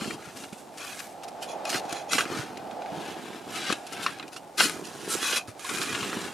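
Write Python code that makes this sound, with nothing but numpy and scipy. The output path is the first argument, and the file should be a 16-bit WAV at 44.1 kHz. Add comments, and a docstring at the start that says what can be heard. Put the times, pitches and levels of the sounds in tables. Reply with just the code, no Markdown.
"""In deep snow, with trees behind, someone kneels and digs with a small shovel a few metres away.
Countless tiny fractures make the blade's scrape and the hiss of sliding snow, and excite the blade's
modes. Hard lumps knock, clods burst, flung crystals tick, and the scraped or struck blade rings briefly
with a gritty tone. Snow packs under load with dull crunches, while the wind swells in the trees."""
import sys
import numpy as np
from scipy import signal
from scipy.fft import rfft, irfft
from scipy.io import wavfile

SR = 44100
rng = np.random.default_rng(int(sys.argv[2]) if len(sys.argv) > 2 else 0)


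def bounce(signal):
    """Save signal as a 16-bit WAV file at the path given by the first command-line argument."""
    frames = np.transpose(np.atleast_2d(signal))
    limited = np.clip(frames, -1, 1)
    pcm = np.round(limited * 32767).astype(np.int16)
    wavfile.write(sys.argv[1], SR, pcm)


N = 279153

# Strokes of the blade. Each row: start in seconds, length in seconds, level in dB, swell in dB,
# treble relative to the level in dB, relative level of the packing beneath in dB.
BLADE_STROKES = [(-.005, 0.15, -42, -3.5, -5.5, -37.5), (1.42, 0.0073, -38, 10.5, -4, -59),
                 (1.695, 0.082, -35, 2.5, -4.5, -42), (2.121, 0.12, -34, -16.5, -2.5, -38.5),
                 (3.548, 0.17, -35.5, 13, -12.5, -42.5), (4.589, 0.073, -25, -6.5, -3, -37.5),
                 (5.092, 0.052, -35, 4.5, 4, -37.5), (5.213, 0.168, -31, 0.5, -3.5, -57)]
# Loose snow sliding off the blade or swept by hand. 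Each row reads as for the strokes.
SNOW_SLIDES = [(0.218, 0.047, -44, 1, -7, -55), (0.348, 0.084, -50, 1, 1.5, -45),
               (0.599, 0.048, -56.5, -16, 2.5, -64), (0.83, 0.24, -46, -9.5, -0.5, -62),
               (1.813, 0.14, -46.5, 6, -8, -46.5), (2.298, 0.094, -35, 2, -9.5, -34),
               (2.482, 0.25, -54.5, -7, -16, -42), (2.899, 0.21, -44.5, 5, -10, -41),
               (3.172, 0.21, -46, -5, -10, -42.5), (3.46, 0.11, -41.5, 11.5, -6, -44),
               (3.774, 0.038, -46.5, -7, -5, -64), (3.918, .18, -40, -1.5, -9, -43),
               (4.135, 0.11, -51.5, -17, -21, -46), (4.666, 0.057, -35, -8, -2.5, -38),
               (4.758, 0.43, -47.5, 21.5, -3.5, -42.5), (5.69, 0.13, -35.5, -7, -2, -37.5),
               (5.868, 0.4, -36, -6, -7.5, -37)]
# Spectrum of shearing grains. Each row: frequency in Hz, gain in dB.
SHEAR_SPECTRUM = [(25, -25), (100, -25), (250, 3), (400, 0), (900, -10), (1300, 6), (1900, 0), (2500, 2),
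                  (3400, 1), (5000, 1.5), (7200, -2.5), (10000, -3), (12500, -11), (15500, -24)]


def amp(db):
    """Amplitude grows tenfold with every 20 dB."""
    return 10 ** (np.asarray(db) / 20)


def unit(x):
    """Normalisation to an rms of 1."""
    return x / np.sqrt(np.mean(x ** 2))


def add(out, s, x):
    """Superposition: x joins the mix at s seconds, or at zero if s is negative."""
    start = max(int(s * SR), 0)
    out[start:start + len(x)] += x[:len(out) - start]


def colour(x, points, size=2048):
    """Minimum-phase filtering through (Hz, dB) points: folding the cepstrum makes it causal."""
    hz, db = np.transpose(points)
    log_hz = np.log(np.fft.rfftfreq(size, 1 / SR) + 1)
    cepstrum = irfft(np.log(amp(np.interp(log_hz, np.log(hz), db))))
    cepstrum[1:size // 2] *= 2
    cepstrum[size // 2 + 1:] = 0
    response = irfft(np.exp(rfft(cepstrum)))
    return signal.fftconvolve(x, response)[:len(x)]


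def walk(rate, size=N):
    """Slow noise by linear interpolation between random values, rate of them a second."""
    return np.interp(np.arange(size) / SR * rate, np.arange(4096), rng.standard_normal(4096))


def envelope(s, length_s, attack_s, release_db_per_s, swell_db=0):
    """A movement's envelope: a raised-cosine onset, a swell or fade, then exponential decay."""
    age = np.arange(N) / SR - s
    progress = np.clip(age / length_s, 0, 1) - .5
    attack = .5 + .5 * np.sin(np.pi * np.clip(age / attack_s, -.5, .5))
    return attack * amp(swell_db * progress - release_db_per_s * np.maximum(age - length_s, 0))


def puff(t, length_s):
    """A gamma envelope: it builds smoothly, peaks at half of length_s and trails off."""
    age = 2 * t / length_s
    return age ** 2 * np.exp(2 * (1 - age))


def grains(rate, spread_db, size=N):
    """Fracture as a Poisson process of rate impulses a second: most are small, a few are large."""
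    happens = rng.random(size) < rate / SR
    strength = amp(spread_db * np.minimum(rng.exponential(size=size), 5))
    return unit(happens * strength * rng.choice([-1, 1], size))


def ring(x):
    """Modal resonance: the snow load detunes the blade's modes, the contact point sets their shares."""
    # Modes of the blade. Each row: frequency in Hz, relative level in dB, time to fall 60 dB in seconds.
    blade_modes = [(1100, 5, 0.021), (1210, -6, 0.016), (1490, 5.5, 0.013), (1600, 2, 0.056),
                   (2060, 5, 0.014), (2450, 8, 0.016), (2543, 13.5, 0.01), (2830, 3, 0.057),
                   (3310, 0, 0.032), (3810, 2, 0.013), (4116, 9, 0.016), (5240, -13, 0.046),
                   (5800, 1, 0.05), (6940, 12, 0.019), (7460, 0, 0.011), (8800, 11, 0.017),
                   (10130, 10, 0.018)]
    t = np.arange(SR // 16) / SR
    hz, db, t60 = np.transpose(blade_modes)[:, :, None]
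    detune, share, sign = rng.uniform(-1.1, 1, (3, len(blade_modes), 1))
    modes = np.sign(sign) * amp(db + 4 * share) * np.sin(2 * np.pi * hz * (1 + .012 * detune) * t)
    response = np.sum(modes * np.exp(-np.log(1000) * t / t60), axis=0)
    return signal.fftconvolve(x, response / np.sqrt(np.sum(response ** 2)))[:len(x)]


def pit_echoes(x, echo_db=-9, spread_s=.005):
    """Early reflections from the walls of the pit, whose paths change as the blade moves."""
    t, out = np.arange(len(x)) / SR, x
    for lag in rng.random(4):
        path_s = .001 + spread_s * lag + .0002 * walk(9, size=len(x))
        out = out + amp(echo_db) * np.interp(t - path_s, t, x, left=0)
    return out


def movement(row, spectrum, attack_s, release_db_per_s, ring_db, jerk_db, clump_db, spread_db):
    """Granular friction: in one movement, grains break in jerks and clumps and set the blade ringing."""
    s, length_s, db, swell_db, treble_db, _ = row
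    split_hz, lead_s = 5500, .2
    uneven = amp(jerk_db * walk(165.4, size=SR) + clump_db * walk(47.3, size=SR))
    crackle = colour(grains(rate=8000, spread_db=spread_db, size=SR) * uneven, spectrum)
    rasp = pit_echoes(unit(crackle) + amp(ring_db) * unit(ring(crackle)))
    body = signal.sosfiltfilt(signal.butter(3, split_hz, fs=SR, output="sos"), rasp)
    treble = rasp - body  # the fine, dry grains
    out = np.zeros(N)
    add(out, s - lead_s, unit(body) + amp(treble_db) * unit(treble))
    return amp(db) * envelope(s, length_s, attack_s, release_db_per_s, swell_db) * out


def scrapes():
    """Shear fracture: the blade bites through packed grains, rings with them and stops dead."""
    return sum(movement(row, SHEAR_SPECTRUM, attack_s=.04, release_db_per_s=586,
                        ring_db=-4.5, jerk_db=.1, clump_db=1, spread_db=3) for row in BLADE_STROKES)


def packing(crunch_db=-2, creep_db=-51, thud_db=-3, crumble_db=-8, rise_cycles=.72):
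    """Compaction: loaded snow gives way in many small dull steps and a few crumbling collapses."""
    # Spectrum of compacting snow. Each row: frequency in Hz, gain in dB.
    dull_spectrum = [(25, -57), (50, -32), (85, -12.5), (150, -2), (330, 4), (440, 1.5), (600, -12.5),
                     (1000, -5.5), (3000, -37)]
    # Collapsing pockets. Each row: start in seconds, relative level in dB, pitch in Hz.
    collapses = [(0.017, -22.5, 223), (0.077, -25, 224), (0.272, -38, 150), (0.367, -36, 338),
                 (0.432, -38, 219), (0.524, -29.5, 193), (1.746, -20, 354), (1.756, -33, 223),
                 (1.926, -25, 302), (2.152, -22.5, 263), (2.258, -26, 335), (2.321, -26, 305),
                 (2.387, -29.5, 131), (2.919, -33, 188), (2.972, -32, 174), (3.167, -29, 340),
                 (3.355, -37, 257), (3.467, -29.5, 250), (3.697, -25.5, 202), (3.704, -21, 480),
                 (3.723, -20.5, 315), (3.725, -27, 500), (4.654, -27, 345), (4.763, -26.5, 325),
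                 (4.794, -26, 394), (4.822, -31, 368), (5.077, -24.5, 388), (5.151, -21.5, 397),
                 (5.228, -29, 370), (5.33, -26.5, 400), (5.481, -34, 111), (5.746, -27, 298),
                 (5.902, -31, 264), (5.925, -34, 116), (6.023, -33, 127), (6.168, -21.5, 210)]
    loads = (amp(pack_db) * envelope(s, length_s, attack_s=.031, release_db_per_s=179)
             for s, length_s, *_, pack_db in BLADE_STROKES + SNOW_SLIDES)
    power = amp(creep_db) ** 2 + sum(load ** 2 for load in loads)  # snow also creeps under the knees
    out = amp(crunch_db) * np.sqrt(power) * unit(colour(grains(rate=900, spread_db=2.5), dull_spectrum))
    t = np.arange(SR // 10) / SR
    for s, db, hz in collapses:
        age = hz * t / rise_cycles  # larger pockets sound deeper and last longer
        crumbs = amp(crumble_db) * unit(colour(rng.standard_normal(len(t)), dull_spectrum))
        thud = (np.sin(2 * np.pi * hz * t) + crumbs) * age * np.exp(1 - age)
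        add(out, s, amp(db + thud_db) * thud)
    return out


def wind(gain_db=2, breeze_db=-51, flutter_db=1, air_db=-55):
    """Flow noise: a hollow rush in the trees swells with each gust above a steady bed of air."""
    # Spectra of the trees and of the still air. Each row: frequency in Hz, gain in dB.
    tree_spectrum = [(25, -60), (100, -28), (300, -11), (500, -5), (620, 0), (710, 3), (780, 4), (860, 0.5),
                     (1000, -11), (1800, -22), (5000, -30.5), (15000, -55)]
    air_spectrum = [(20, -5.5), (150, 7), (600, 5.5), (2000, -6.5), (9000, -9), (15500, -20)]
    # Gusts. Each row: time of the peak in seconds, relative level in dB, half width in seconds.
    gusts = [(1.74, -40, 0.44), (2.85, -43.5, 0.29), (3.75, -51, 0.29)]
    t = np.arange(N) / SR
    strength = amp(breeze_db) + sum(amp(db) * np.exp(-((t - s) / width_s) ** 2)
                                    for s, db, width_s in gusts)
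    rush = unit(colour(rng.standard_normal(N), tree_spectrum)) * strength
    rush *= amp(gain_db + flutter_db * walk(18))
    return rush + amp(air_db) * unit(colour(rng.standard_normal(N), air_spectrum))


def bandpass(x, top_hz, bottom_hz=720):
    """Radiation and contact limit the band: a small blade gives little bass, a soft hit little treble."""
    for hz, kind in ((bottom_hz, "high"), (top_hz, "low")):
        x = signal.sosfilt(signal.butter(2, hz, kind, fs=SR, output="sos"), x)
    return x


def knocks(gain_db=1, crack_db=3, crumble_db=-17, crumble_s=.018):
    """Impact: a lump cracks on the blade, and the harder it is, the shorter the burst; crumbs follow."""
    # Hard lumps. Each row: start in seconds, relative peak in dB, treble cut-off in Hz,
    # breaking time in seconds.
    lumps = [(0.008, -28.5, 2000, 0.011), (0.043, -30, 1800, 0.0025), (.106, -24.5, 2800, 0.0022),
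             (0.226, -39, 2600, 0.0011), (0.436, -32.5, 3640, 0.003), (0.991, -35, 4000, 0.0015),
             (1.001, -30.5, 3390, 0.0024), (1.225, -42, 3570, 0.0008), (1.6546, -23.5, 6000, 0.0008),
             (1.729, -20, 3200, 0.0013), (1.743, -21.5, 2950, 0.0041), (1.756, -20, 3150, 0.0022),
             (2.132, -13, 5960, 0.0012), (2.152, -21, 4500, 0.0014), (2.182, -13, 2010, 0.0028),
             (2.207, -13, 3000, 0.001), (2.254, -24, 1970, 0.00059), (2.572, -32.5, 4000, 0.0011),
             (2.711, -35, 4500, .001), (2.821, -34, 4000, 0.00093), (2.86, -33.5, 3500, 0.001),
             (3.7, -19, 2200, 0.0014), (3.7245, -14, 6600, 0.002), (4.063, -11, 2720, 0.0012),
             (4.186, -36.5, 7000, 0.00093), (4.197, -26.5, 2200, 0.001), (4.2267, -32.5, 2400, 0.0023),
             (4.278, -43, 6000, 0.0026), (4.362, -31, 5960, 0.0041), (4.599, -10, 3980, 0.0028),
             (4.6046, -7, 2670, 0.0018), (5.227, -20, 3500, 0.0022), (5.242, -26, 3020, 0.003),
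             (5.325, -16.5, 4850, 0.007), (5.362, -23, 4500, 0.0065), (5.649, -28.5, 4560, 0.0022),
             (5.69, -22.5, 8000, 0.0051), (5.748, -28, 3500, 0.0009), (5.772, -26, 2800, 0.00085),
             (5.815, -21.5, 4000, .0045), (5.834, -23, 3000, 0.0015), (5.947, -21, 3500, 0.0045),
             (6.008, -24, 3000, 0.0015), (6.029, -18, 2090, 0.00053), (6.088, -30, 2000, 0.00073),
             (6.1292, -20.5, 1480, 0.0014)]
    out, t = np.zeros(N), np.arange(SR // 8) / SR
    for s, db, cutoff_hz, break_s in lumps:
        burst = np.sqrt(t / break_s) * np.exp(-t / break_s) + amp(crumble_db) * np.exp(-t / crumble_s)
        force = rng.standard_normal(len(t)) * burst
        crack = amp(crack_db) * unit(colour(force, SHEAR_SPECTRUM))
        hit = bandpass(pit_echoes(unit(ring(force)) + crack, echo_db=-19.5), cutoff_hz)
        add(out, s, amp(db + gain_db) * hit / np.abs(hit).max())
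    return out


def slides(trickle_db=-64.5, trickle_clump_db=2):
    """Granular flow: tumbling crystals hiss and lightly ring the blade; strays trickle throughout."""
    # Spectrum of loose powder. Each row: frequency in Hz, gain in dB.
    powder_spectrum = [(25, -57), (100, -5), (500, -9.5), (950, -4), (1400, 8), (1950, 1), (2500, 3),
                       (4500, -2.5), (7200, -6.5), (10000, -8.5), (12500, -16), (15500, -30.5)]
    flow = sum(movement(row, powder_spectrum, attack_s=.29, release_db_per_s=160,
                        ring_db=-11, jerk_db=1, clump_db=.5, spread_db=3.5) for row in SNOW_SLIDES)
    strays = grains(rate=6100, spread_db=14) * amp(trickle_clump_db * walk(19))
    return flow + amp(trickle_db) * unit(colour(strays, powder_spectrum))


def clods(gain_db=1, ring_db=-8):
    """Fragmentation: each clod bursts on the blade into a brief scatter of grains."""
    # Bursting clods. 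Each row: start in seconds, relative level in dB, length in seconds.
    bursts = [(0.356, -43, 0.027), (0.523, -44.5, 0.016), (0.77, -39.5, 0.017), (0.987, -37.5, 0.018),
              (1.231, -42.5, 0.016), (1.277, -42.5, 0.016), (1.651, -30.5, 0.0054), (1.691, -32.5, 0.018),
              (1.794, -33, 0.0064), (1.893, -40, .004), (1.921, -35.5, 0.012), (2.575, -39, 0.0034),
              (3.865, -39, 0.012), (3.918, -39.5, 0.027), (4.019, -36, 0.034), (4.276, -43.5, 0.011),
              (4.314, -46, 0.041), (4.361, -41, 0.022), (4.571, -28.5, 0.029), (4.694, -31.5, 0.0069),
              (4.832, -43.5, 0.056), (5.47, -43, 0.036), (5.592, -43, 0.0081), (5.648, -40.5, 0.024),
              (5.795, -35.5, 0.053)]
    out, t = np.zeros(N), np.arange(SR // 5) / SR
    for s, db, length_s in bursts:
        scatter = colour(grains(rate=12000, spread_db=6, size=len(t)), SHEAR_SPECTRUM)
        burst = pit_echoes(unit(scatter) + amp(ring_db) * unit(ring(scatter)))
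        add(out, s, amp(db + gain_db) * puff(t, length_s) * unit(burst))
    return out


def skims():
    """Damped resonance: grains rasp under the half-empty blade, whose hollow ring the snow deadens."""
    # Skimming passes. Each row: start in seconds, length in seconds, level in dB, swell in dB,
    # treble relative to the level in dB, and an unused value.
    passes = [(0.8, 0.13, -41.5, -7, -21, -62), (1.482, 0.034, -43.5, 2.5, -5, -65),
              (1.656, 0.03, -39.5, 3, -8, -55), (1.888, 0.045, -43.5, 10, -8.5, -42),
              (1.951, 0.053, -43.5, -5, -8, -46), (2.093, 0.022, -39, -2, -5.5, -55),
              (2.19, 0.022, -35, -16, -1, -55), (5.233, 0.15, -38.5, 0, -8, -60),
              (5.601, 0.032, -52, -9, -0.5, -65), (5.699, 0.23, -40, 1, -10, -55)]
    # Spectrum of the hollow rasp. Each row: frequency in Hz, gain in dB.
    hollow_spectrum = [(25, -48), (300, -3), (800, -11.5), (1100, 9.5), (1500, 2.5), (1850, -3), (2200, -4),
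                       (2490, 14), (2800, -7.5), (3350, 8), (3650, -10), (4050, 3.5), (4800, -3.5),
                       (6450, 3.5), (6900, 5), (7700, -16), (10000, 0), (12500, -20), (15500, -23)]
    return sum(movement(row, hollow_spectrum, attack_s=.04, release_db_per_s=402,
                        ring_db=-9.5, jerk_db=2, clump_db=.5, spread_db=2.5) for row in passes)


def sprays():
    """Shot noise: dry crystals flung off the blade land as tiny, very bright ticks."""
    # Showers of crystals. Each row: start in seconds, level in dB, length in seconds.
    showers = [(0.8, -58, 0.15), (0.973, -54, 0.091), (1.665, -51, 0.09), (1.73, -49, 0.042),
               (2.157, -47, 0.06), (4.575, -47, 0.065), (5.302, -50, 0.06)]
    # Spectrum of the ticks. Each row: frequency in Hz, gain in dB.
    glitter_spectrum = [(25, -60), (6000, -37), (9500, -10), (11500, 1), (13500, 0), (15500, -7)]
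    out, t = np.zeros(N), np.arange(SR // 2) / SR
    for s, db, length_s in showers:
        ticks = unit(colour(grains(rate=4000, spread_db=2, size=len(t)), glitter_spectrum))
        add(out, s, amp(db) * puff(t, length_s) * ticks)
    return out


def blade_tones(width_hz=300):
    """Narrow-band resonance: the scraped or struck blade rings briefly with a gritty tone."""
    # Brief rings of the blade. Each row: start in seconds, level in dB, length in seconds, pitch in Hz.
    rings = [(4.597, -24.5, 0.012, 1188), (4.623, -34, 0.028, 2920), (5.351, -33, 0.045, 2510),
             (5.359, -33, 0.03, 1135), (5.644, -38, 0.016, 1070)]
    out, t = np.zeros(N), np.arange(SR // 2) / SR
    for s, db, length_s, hz in rings:
        grit = walk(width_hz, size=len(t)) + 1j * walk(width_hz, size=len(t))
        tone = unit(np.real(grit * np.exp(2j * np.pi * hz * t)))
        add(out, s, amp(db) * puff(t, length_s) * tone)
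    return out


def stereo(mid, side):
    """Mid-side stereo: two closely spaced microphones hear nearly alike, each with its own colour."""
    # Stereo width. Each row: frequency in Hz, gain of the side signal in dB.
    width = [(30, -3), (120, -10), (700, -13), (2200, -12.5), (8000, -11.5), (14000, -8)]
    # Channel balance. Each row: frequency in Hz, left minus right in dB.
    balance = [(100, -3.5), (400, -3), (750, -3), (1300, 2.5), (2400, 1), (8000, -0.4)]
    side = colour(side, width)
    return np.array([colour(mid + sign * side, [(hz, sign * db / 2) for hz, db in balance])
                     for sign in (1, -1)])


def scene(wind_side_db=3):
    """Superposition: near grains from slightly different directions, and diffuse wind further off."""
    digging = scrapes() + skims() + slides() + sprays() + knocks() + clods() + blade_tones() + packing()
    direction = unit(np.tanh(2 * walk(260)))
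    return stereo(mid=digging + wind(), side=digging * direction + amp(wind_side_db) * wind())


def record(dry, rumble_hz=60, top_hz=15500):
    """Band limiting: the deepest bass rolls off gently and the highest treble is cut steeply."""
    clean = signal.sosfilt(signal.butter(2, rumble_hz, "high", fs=SR, output="sos"), dry)
    return signal.sosfilt(signal.ellip(10, .2, 80, top_hz, fs=SR, output="sos"), clean)


dry = scene()
out = record(dry)
bounce(out)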